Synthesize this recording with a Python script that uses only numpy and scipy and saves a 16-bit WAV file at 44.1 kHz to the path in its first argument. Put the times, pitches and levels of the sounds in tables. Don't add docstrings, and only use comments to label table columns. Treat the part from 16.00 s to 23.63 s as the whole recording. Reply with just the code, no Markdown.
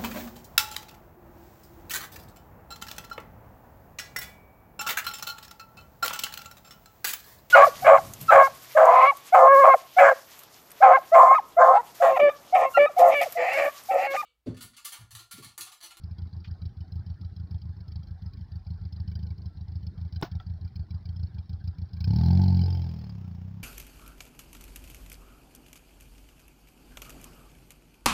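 import sys
import numpy as np
from scipy import signal
from scipy.fft import rfft, irfft, next_fast_len
from scipy.io import wavfile
from scipy.ndimage import uniform_filter1d

SR = 44100
rng = np.random.default_rng(int(sys.argv[2]) if len(sys.argv) > 2 else 0)


def rack_gain(trim_db):
    fader = np.asarray(trim_db, float)
    return 10 ** (fader / 20)


def inscribe(sig):
    pcm = np.round(np.clip(np.atleast_2d(sig).T, -1, 1) * 32767)
    wavfile.write(sys.argv[1], SR, pcm.astype(np.int16))


N = 336483

# [first firing t/s, last firing t/s, last thump level/dB, after-puff level/dB]
NEUTRAL_RUNS = [(0.0351, .0364, -31, -35), (0.1088, .1076, -29.5, -63), (0.1821, .2172, -29, -35),
                (0.3277, .3645, -29.5, -35.5), (0.4734, .509, -28.5, -52), (0.617, .6531, -27.5, -52),
                (0.7679, .8045, -29.5, -49), (0.9192, .9551, -27, -34), (1.0628, 1.0983, -28, -52),
                (1.211, 1.2455, -29.5, -43), (1.362, 1.3966, -29.5, -33.5), (1.5077, 1.5432, -26, -52),
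                (1.6155, 1.6534, -30.5, -29), (1.7643, 1.804, -31.5, -59), (1.8796, 1.9561, -26.5, -34),
                (2.03, 2.1073, -31, -37.5), (2.2196, 2.2581, -28, -61), (2.333, 2.408, -30.5, -59),
                (2.517, 2.5547, -28.5, -61), (2.665, 2.7025, -27, -32.5), (2.8122, 2.8504, -27.5, -47),
                (2.9227, 2.9988, -25, -56.5), (3.076, 3.3036, -28.5, -63), (3.379, 3.4565, -27.5, -58.5),
                (3.569, 3.6079, -30, -46), (3.6809, 3.754, -26, -64), (3.8281, 3.8659, -27.5, -66),
                (3.976, 4.0119, -28, -28), (4.1239, 4.1598, -26.5, -46.5)]
# [first firing t/s, last firing t/s, last thump level/dB, after-puff level/dB]
GEAR_RUNS = [(4.3147, 4.3507, -25.5, -62), (4.463, 4.497, -27.5, -32.5), (4.6105, 4.645, -28, -56),
             (4.755, 4.7927, -26, -60), (4.905, 4.9418, -26, -53), (5.054, 5.0885, -27.5, -32.5),
             (5.16, 5.193, -28, -24), (5.3434, 5.3822, -27.5, -66), (5.493, 5.5291, -27, -57),
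             (5.6396, 5.6743, -24.5, -44), (5.7819, 5.8167, -27, -55), (5.931, 6.0039, -24, -23.5)]
# [level/dB], rows building, last, after-puff
BARK_DB = [-9.5, -13, -13.5]
# [level/dB], rows building, last, after-puff
SPIT_ROLE_DB = [-51.5, -56, -59]
# [t/s, rate/(firings/s)]
FIRING_RATE = [(6.0731, 32.48), (6.167, 39.11), (6.395, 46.81), (6.624, 44.16), (6.675, 45.33),
               (6.99, 39.45), (7.316, 27.92), (7.501, 32.63), (7.63, 34.64)]
# [t/s, loudness level/dB, throttle level/dB]
RIDE = [(6.0731, -19, -5.5), (6.14, -18.5, 1), (6.4, -20.5, 1.5), (6.615, -22, 1), (6.64, -24.5, -21),
        (6.79, -27.5, -8), (6.92, -34, 3), (7.2, -36.5, 1.5), (7.63, -40, 5)]
# [f/Hz, width/Hz, signed strength]
CHAMBERS = [(64.6, 16, .55), (88.6, 15.6, -1)]
# [f/Hz, width/Hz, signed strength]
PIPE = [(118.4, 2.9, 0.03), (156.6, 9.9, -0.032), (180.3, 21.9, 0.16)]
# [f/Hz, width/Hz, signed strength]
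HOT_PARTS = [
    [(87, 18.6, -1), (103, 44, 1.05)],
    [(128, 13, 1)],
    [(170, 50, 1), (187, 50, -1)],
]
# [f/Hz, width/Hz, signed strength]
COOL_PARTS = [
    [(88, 10, -1)],
]
# [f/Hz, width/Hz, strength]
PUSH_PARTS = [
    [(44, 30, 1)],
]
# (t/s, thump level/dB)
CLUTCH_BITE = (7.309, -53)
# [f/Hz, width/Hz, level/dB]
TAIL_PIPE = [(290, 92, -7), (328, 81, 4), (403, 70, -8), (657, 50, -13), (740, 280, -4.5), (881, 80, -0.5),
             (1540, 33, -11.5), (2290, 74, -16.5), (2900, 250, -22.5)]
# [f/Hz, width/Hz, level/dB]
GROWL_MODES = [(241.7, 51, 4), (338, 124, 0), (400, 90, -7)]
# [f/Hz, width/Hz, level/dB]
OVERRUN_MODES = [(427, 105, 0)]
# [f/Hz, density level/dB]
SPIT_COLOUR = [(1000, -44.5), (2000, -19.5), (3000, -8.5), (3800, -10.5), (4300, 5.5), (5300, -1),
               (8000, -10.5), (16000, 2)]
# [f/Hz, level/dB]
OUTLET_WHISTLES = [(1550, -10), (2350, -9), (3150, -6.5), (3600, -10.5), (4100, -1), (4600, 0), (5000, 0.5),
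                   (5350, -5)]
# [t/s, level/dB]
HARD_SPITS = [(0.0348, -50.5), (.6531, -52), (1.6157, -53.5), (2.0705, -55), (3.075, -53.5), (3.189, -60),
              (4.1224, -52.5), (4.1584, -44), (4.3132, -48.5), (4.757, -47), (5.054, -50), (6.04, -40.5)]
# [t/s, peak level/dB, ring level/dB, t60/s, pitch factor]
KNOCKS = [
    (4.224, -8.5, -22, 0.051, 1.11),
    (4.243, -26, -22, 0.12, .9),
    (4.263, -43, -10, 0.08, 1.3),
    (4.3997, -37, -4, 0.099, 1.014),
]
# [f/Hz, level/dB, t60/s]
LEVER_RINGS = [(1324, -3, 0.078), (1900, -12.5, 0.05), (3330, 6.5, 0.0091), (4680, -10.5, 0.023)]
# [f/Hz, density level/dB]
CLUNK_COLOUR = [(59, -49), (100, 2), (189, 1), (350, -20.5), (570, -12), (736, 1.5), (910, -9),
                (2370, -20.5), (4770, -20.5), (7000, -15), (10000, -19), (16000, -15.5)]
# [t/s, level/dB]
DOG_BLOWS = [(4.2252, -24), (4.2273, -20), (4.2316, -26), (4.2346, -23), (4.2375, -24), (4.2403, -27)]
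# [t/s, level/dB, t60/s]
STAND_SCRAPES = [
    (.4445, -50, .09),
    (.452, -63, 0.092),
]
# [f/Hz, density level/dB]
SCRAPE_COLOUR = [(500, -34), (1300, -1), (2500, -3), (3400, -2), (4800, -8), (6200, -4), (16000, -17)]
# [f/Hz, density level/dB]
RUSH_COLOUR = [(24, -36), (45, -12), (69, -14), (96, -14), (185, -20), (237, -30), (290, -32), (380, -36),
               (542, -45), (810, -40), (1150, -47), (1590, -46), (2570, -62), (4680, -52), (16000, -72)]
# [f/Hz, density level/dB]
GRASS_COLOUR = [(200, -30.5), (350, 8.5), (540, 2), (850, 3.5), (2500, -9), (5200, -16), (7000, 4.5),
                (16000, -2)]
# [f/Hz, density level/dB]
BLADES_COLOUR = [(200, -20.5), (350, 8.5), (1200, 5.5), (3500, -9), (5200, -3.5), (6500, 2.5), (9000, -6),
                 (16000, -7.5)]
# [t/s, level/dB]
ROLLING = [(6.1, -90), (6.9, -63.5), (7.63, -70)]
# [t/s, extra delay/ms, strength]
GROUND_ECHO = [(6.0, 0.49, 0.13), (6.35, 0.51, 0.084), (6.7, 0.36, 0.37), (7.0, 0.366, 0.28),
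               (7.63, .34, 0.087)]
# [f/Hz, level/dB]
PORT = [(5400, 0), (5900, -12.5), (6400, -14.5), (7000, -24), (8200, -36.5), (13000, -29), (14200, -27.5),
        (15200, -9), (15850, -22.5), (16100, -57)]
# [f/Hz, density level/dB]
HISS_COLOUR = [(600, -19), (1200, 1.5), (6000, -13.5), (9000, -13.5), (16000, -16.5)]
CHANGE_S = [
    4.2128,
    4.2155,
    4.2225,
    4.30,
]

SLOT_S = 0.0365
TURN_S, SHADE_DB_PER_S, BLUR_DB_PER_S = 7.02, 47, 16
RESONANT_RATE = 49


def unit(x):
    return x / np.sqrt(np.mean(x ** 2) + 1e-20)


def curves(rows):
    s, *cols = np.transpose(rows)
    return [np.interp(np.arange(N) / SR, s, c) for c in cols]


def filtered(x, response):
    m = next_fast_len(len(x) + SR // 2)
    return irfft(rfft(x, m) * response(np.fft.rfftfreq(m, 1 / SR)), m)[:len(x)]


def colour(points):
    f, db = np.transpose(points)
    return lambda hz: rack_gain(np.interp(np.log(hz + 1), np.log(f), db))


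def resonances(modes):
    def response(f):
        total = 0
        for k, (centre_hz, width_hz, db) in enumerate(modes):
            damping = 1j * f * width_hz
            total = total + (-1) ** k * rack_gain(db) * damping / (centre_hz ** 2 - f * f + damping)
        return total
    return response


def noise(response):
    return unit(filtered(rng.standard_normal(N), response))


def struck(s, db, shape):
    train = np.bincount(np.round(s * SR).astype(int), rack_gain(db), N)[:N]
    return signal.fftconvolve(train, shape)[:N]


def burst(rise_s, t60_s):
    t = np.arange(SR // 5) / SR
    return (1 - np.exp(-t / rise_s)) * rack_gain(-60 * t / t60_s)


def grains(s, db, hz, t60_s, rise_s):
    t = np.arange(SR // 12) / SR
    decay = rack_gain(db[:, None] - 60 * t / t60_s[:, None])
    rings = decay * (1 - np.exp(-t / rise_s)) * np.sin(2 * np.pi * hz[:, None] * t)
    where = np.round(s * SR).astype(int)[:, None] + np.arange(len(t))
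    return np.bincount(where.ravel(), rings.ravel(), N + SR)[:N]


def idle_firings():
    build_db, seesaw_db = 4, 2
    building, last_one, after_puff = 0, 1, 2
    rows = []
    for first_s, last_s, db, after_db in NEUTRAL_RUNS + GEAR_RUNS:
        count = round((last_s - first_s) / SLOT_S) + 1
        to_go = np.arange(count)[::-1]
        if count < 4:
            thump_db = db - build_db * (to_go > 0) * (count - 1) ** 0.77
        else:
            thump_db = db - seesaw_db * (-1) ** (to_go + 1)
        for s, level_db, left in zip(np.linspace(first_s, last_s, count), thump_db, to_go):
            rows.append((s, level_db, building if left else last_one))
        rows += [(last_s + SLOT_S, after_db, after_puff), (last_s + 2 * SLOT_S, -80, after_puff)]
    s, thump_db, role = np.transpose(rows)
    role = role.astype(int)
    bark_scatter_db, spit_scatter_db = (rng.standard_normal((len(s), 2)) * [1.8, 2.5]).T
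    sharp_db = thump_db + 10.5 * (s > 5.98)
    bark_db = 0.73 * thump_db + 0.3 * sharp_db + np.take(BARK_DB, role) + bark_scatter_db
    spit_db = sharp_db + 31 + np.take(SPIT_ROLE_DB, role)
    spit_db = np.maximum(spit_db, -66.5) + spit_scatter_db
    return s, thump_db, bark_db, spit_db


def ride_firings():
    rate = curves(FIRING_RATE)[0]
    start_s = FIRING_RATE[0][0]
    turns = np.cumsum(rate[round(start_s * SR):]) / SR
    s = start_s + np.searchsorted(turns, np.arange(int(turns[-1]) + 1)) / SR
    at_firing = np.round(s * SR).astype(int)
    loud_db, throttle_db, rate = np.array([*curves(RIDE), rate])[:, at_firing]
    shade_db = -SHADE_DB_PER_S * np.maximum(s - TURN_S, 0)
    drone_db = -11 - 0.5 * np.abs(rate - RESONANT_RATE)
    throat_db = 0.33 * shade_db + 0.52 * (rate - RESONANT_RATE) - 25
    layers_db = [0 * s, drone_db, throttle_db - 3.5, throat_db, shade_db - 20]
    scatter_db = rng.standard_normal((len(s), 5)) * [0.5, 0.8, 1.1, 1.5, 2.2]
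    return s, *(loud_db + layers_db + scatter_db.T)


def exhaust(s, levels_db, parts, leak_db):
    t = np.arange(SR // 6) / SR
    puff = np.diff(t * np.exp(-t / 0.0007), prepend=0)
    sound = 0
    for db, modes in zip(levels_db, parts):
        ring = sum(g * np.sin(2 * np.pi * hz * t) * np.exp(-np.pi * width_hz * t)
                   for hz, width_hz, g in modes)
        ring = signal.fftconvolve(ring, puff)[:len(t)]
        sound = sound + struck(s, db, ring / ring.max())
    return filtered(sound, lambda hz: 1 / np.sqrt(1 + (hz / 225) ** 12) + rack_gain(leak_db))


def throat(s, db, edge_db, low_db):
    modes = resonances(TAIL_PIPE)

    def pipe(hz):
        return modes(hz) * np.abs(modes(hz)) ** 1.1

    edge = filtered(struck(s + 0.0034, db + edge_db, np.ones(1)), pipe)
    turbulence = noise(lambda hz: pipe(hz) * rack_gain(np.where(hz < 540, low_db, 0)))
    return edge + struck(s + 0.00024, db, burst(0.0011, 0.11)) * turbulence


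def growl(s, db, modes):
    response = resonances(modes)
    fronts = struck(s + 0.00301, 0 * s, np.ones(1))
    fronts = filtered(fronts, lambda hz: response(hz) * np.abs(response(hz)))
    return rack_gain(db - 3.5) * fronts / np.std(fronts[round(s[0] * SR):])


def spit(s, spit_db, life):
    crack = burst(0.0016, 0.018) * 1.7
    hiss = struck(s + 0.00026, spit_db, burst(0.0044, 0.048) + crack) * noise(colour(SPIT_COLOUR))
    draw = rng.random((len(s), len(OUTLET_WHISTLES), 4))
    outlet_hz, outlet_db = np.transpose(OUTLET_WHISTLES)
    hz = outlet_hz * (0.95 + 0.1 * draw[..., 0])
    level_db = spit_db[:, None] + outlet_db + 7 - 24 * draw[..., 1]
    late_s = s[:, None] + 0.001043 + 0.0046 * draw[..., 2] ** 3
    t60_s = np.reshape(life, (-1, 1)) * (0.023 + 0.017 * draw[..., 3])
    return hiss + grains(late_s.ravel(), level_db.ravel(), hz.ravel(), t60_s.ravel(), rise_s=0.0019)


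def gearbox():
    s, db, ring_db, t60_s, pitch = np.transpose(KNOCKS)
    clatter = sum(struck(s[k:k + 1], db[k:k + 1] - 10, burst(0.003, t60_s[k])) for k in range(len(s)))
    clatter = clatter * noise(colour(CLUNK_COLOUR))
    steel = sum(grains(s, db + ring_db + level_db, hz * pitch, ring_s + 0 * s, rise_s=0.001)
                for hz, level_db, ring_s in LEVER_RINGS)
    t = np.arange(SR // 50) / SR
    blow = -np.sin(2 * np.pi * 330 * t) * rack_gain(-60 * t / 0.011)
    return clatter + steel + struck(*np.transpose(DOG_BLOWS), blow)


def side_stand():
    scrape = sum(struck(np.array([s]), [db], burst(0.0012, t60_s)) for s, db, t60_s in STAND_SCRAPES)
    ping_db, ping_hz = np.array([-47, -54, -52]), np.array([2450, 1850, 4650])
    ping = grains(np.full(3, STAND_SCRAPES[0][0]), ping_db, ping_hz, np.full(3, 0.04), rise_s=0.001)
    return scrape * noise(colour(SCRAPE_COLOUR)) + ping


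def engine_rush():
    z = signal.stft(rng.standard_normal(N + 999), nperseg=512)[2]
    field = uniform_filter1d(uniform_filter1d(rng.standard_normal(z.shape), 3, 0), 5, 1)
    patchy = signal.istft(z * rack_gain(4.2 * unit(field)), nperseg=512)[1][:N]
    draw = rng.random((90, 4))
    hz = np.choose((draw[:, 1] * 4).astype(int), [893, 910, 1194, 1500]) * (0.82 + 0.11 * draw[:, 2])
    whines = grains(draw[:, 0] * N / SR, -62 - 9 * draw[:, 3], hz, 0.3 + 0 * hz, rise_s=0.012)
    away_db = np.interp(np.arange(N) / SR, [6.7, 7.2], [0, -8])
    return rack_gain(away_db - 50) * unit(filtered(patchy, colour(RUSH_COLOUR))) + whines


def riding_rush(s):
    moving_db = 0.24 * curves(RIDE)[0] - 44
    moving_db = moving_db + np.interp(np.arange(N) / SR, [5.85, 6.04, 6.2], [-25, -4, 0])
    uneven_db = rng.normal(0, 3, len(s)) - BLUR_DB_PER_S * np.maximum(s - TURN_S, 0)
    pulsing = 0.5 + struck(s + 0.0025, 14.5 + uneven_db, burst(0.0022, 0.019))
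    wind = rack_gain(moving_db) * pulsing * noise(colour(GRASS_COLOUR))
    return wind + rack_gain(curves(ROLLING)[0]) * np.sqrt(pulsing) * noise(colour(BLADES_COLOUR))


def ground(x):
    delay_ms, strength = curves(GROUND_ECHO)
    dull = filtered(x, lambda hz: 1 / (1 + (hz / 7500) ** 6))
    mirror = np.interp(np.arange(N) - delay_ms * SR / 1000, np.arange(N), dull)
    return x + np.clip(strength, 0, 1) * mirror


def idling():
    s, thump_db, bark_db, spit_db = idle_firings()
    beats = exhaust(s, [thump_db, bark_db], [CHAMBERS, PIPE], leak_db=-30)
    beats = beats + throat(s, thump_db - 36, edge_db=22.5, low_db=-9.5) + spit(s, spit_db, life=0.91)
    ticks = spit(rng.random(70) * FIRING_RATE[0][0], rng.normal(-67, 4.9, 70), life=0.83)
    return beats + ticks + spit(*np.transpose(HARD_SPITS), life=0.9)


def riding(s, thump_db, drone_db, bark_db, pull_db):
    lead_s = 0.0016
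    ride = exhaust(s - lead_s, [thump_db, drone_db, bark_db], HOT_PARTS, leak_db=-17)
    ride = ride + throat(s - lead_s, pull_db + 4, edge_db=45, low_db=-12)
    ride = filtered(ride, lambda hz: 1 - 0.75 * np.exp(-((hz - 530) / 70) ** 2))
    cool = np.interp(s, [6.85, 7.1], [0, 1])
    ride = ride + exhaust(s - lead_s, [thump_db - 42 + 27 * cool], COOL_PARTS, leak_db=-40)
    ride = ride + exhaust(s, [thump_db - 22.5 - 9 * cool], PUSH_PARTS, leak_db=-38.5)
    ride = ride + exhaust(np.array(CLUTCH_BITE[:1]), [CLUTCH_BITE[1:]], [CHAMBERS], leak_db=-29)
    loud_db, throttle_db = curves(RIDE)
    ride = ride + growl(s, loud_db + 0.4 * throttle_db - 21.5, GROWL_MODES)
    return ride + growl(s, loud_db - 0.71 * throttle_db - 37, OVERRUN_MODES)


def scene():
    s, thump_db, drone_db, bark_db, pull_db, spit_db = ride_firings()
    flutter = spit(s + 0.014, spit_db - 12.5, life=1.0)
    singing = np.interp(s, [6.5, 6.7], [0.55, 1.3])
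    front = spit(s + 0.0018, spit_db + 0.3, life=singing)
    air = ground(front + flutter + engine_rush() + riding_rush(s))
    engine = idling() + riding(s, thump_db, drone_db, bark_db, pull_db) + air
    engine = filtered(engine, colour(PORT))
    t = np.arange(N) / SR
    drop_s, blip_s, return_s, full_s = CHANGE_S
    engine *= np.where(t < drop_s, 1, np.clip((t - return_s) / (full_s - return_s), 0, 1))
    blip_colour = colour(CLUNK_COLOUR[:-1] + [(15800, -24), (16200, -60)])
    blip = rack_gain(-47) * np.exp(-((t - blip_s) / 0.0013) ** 2) * noise(blip_colour)
    metal = filtered(gearbox() + side_stand(), colour(PORT))
    hiss = rack_gain(-86.5) * noise(colour(HISS_COLOUR))
    return (engine + metal + blip + hiss)[None]


def top_cut(x):
    return signal.sosfilt(signal.butter(12, 17150, fs=SR, output="sos"), x)


def record(dry):
    return top_cut(dry)


dry = scene()
out = record(dry)
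inscribe(out)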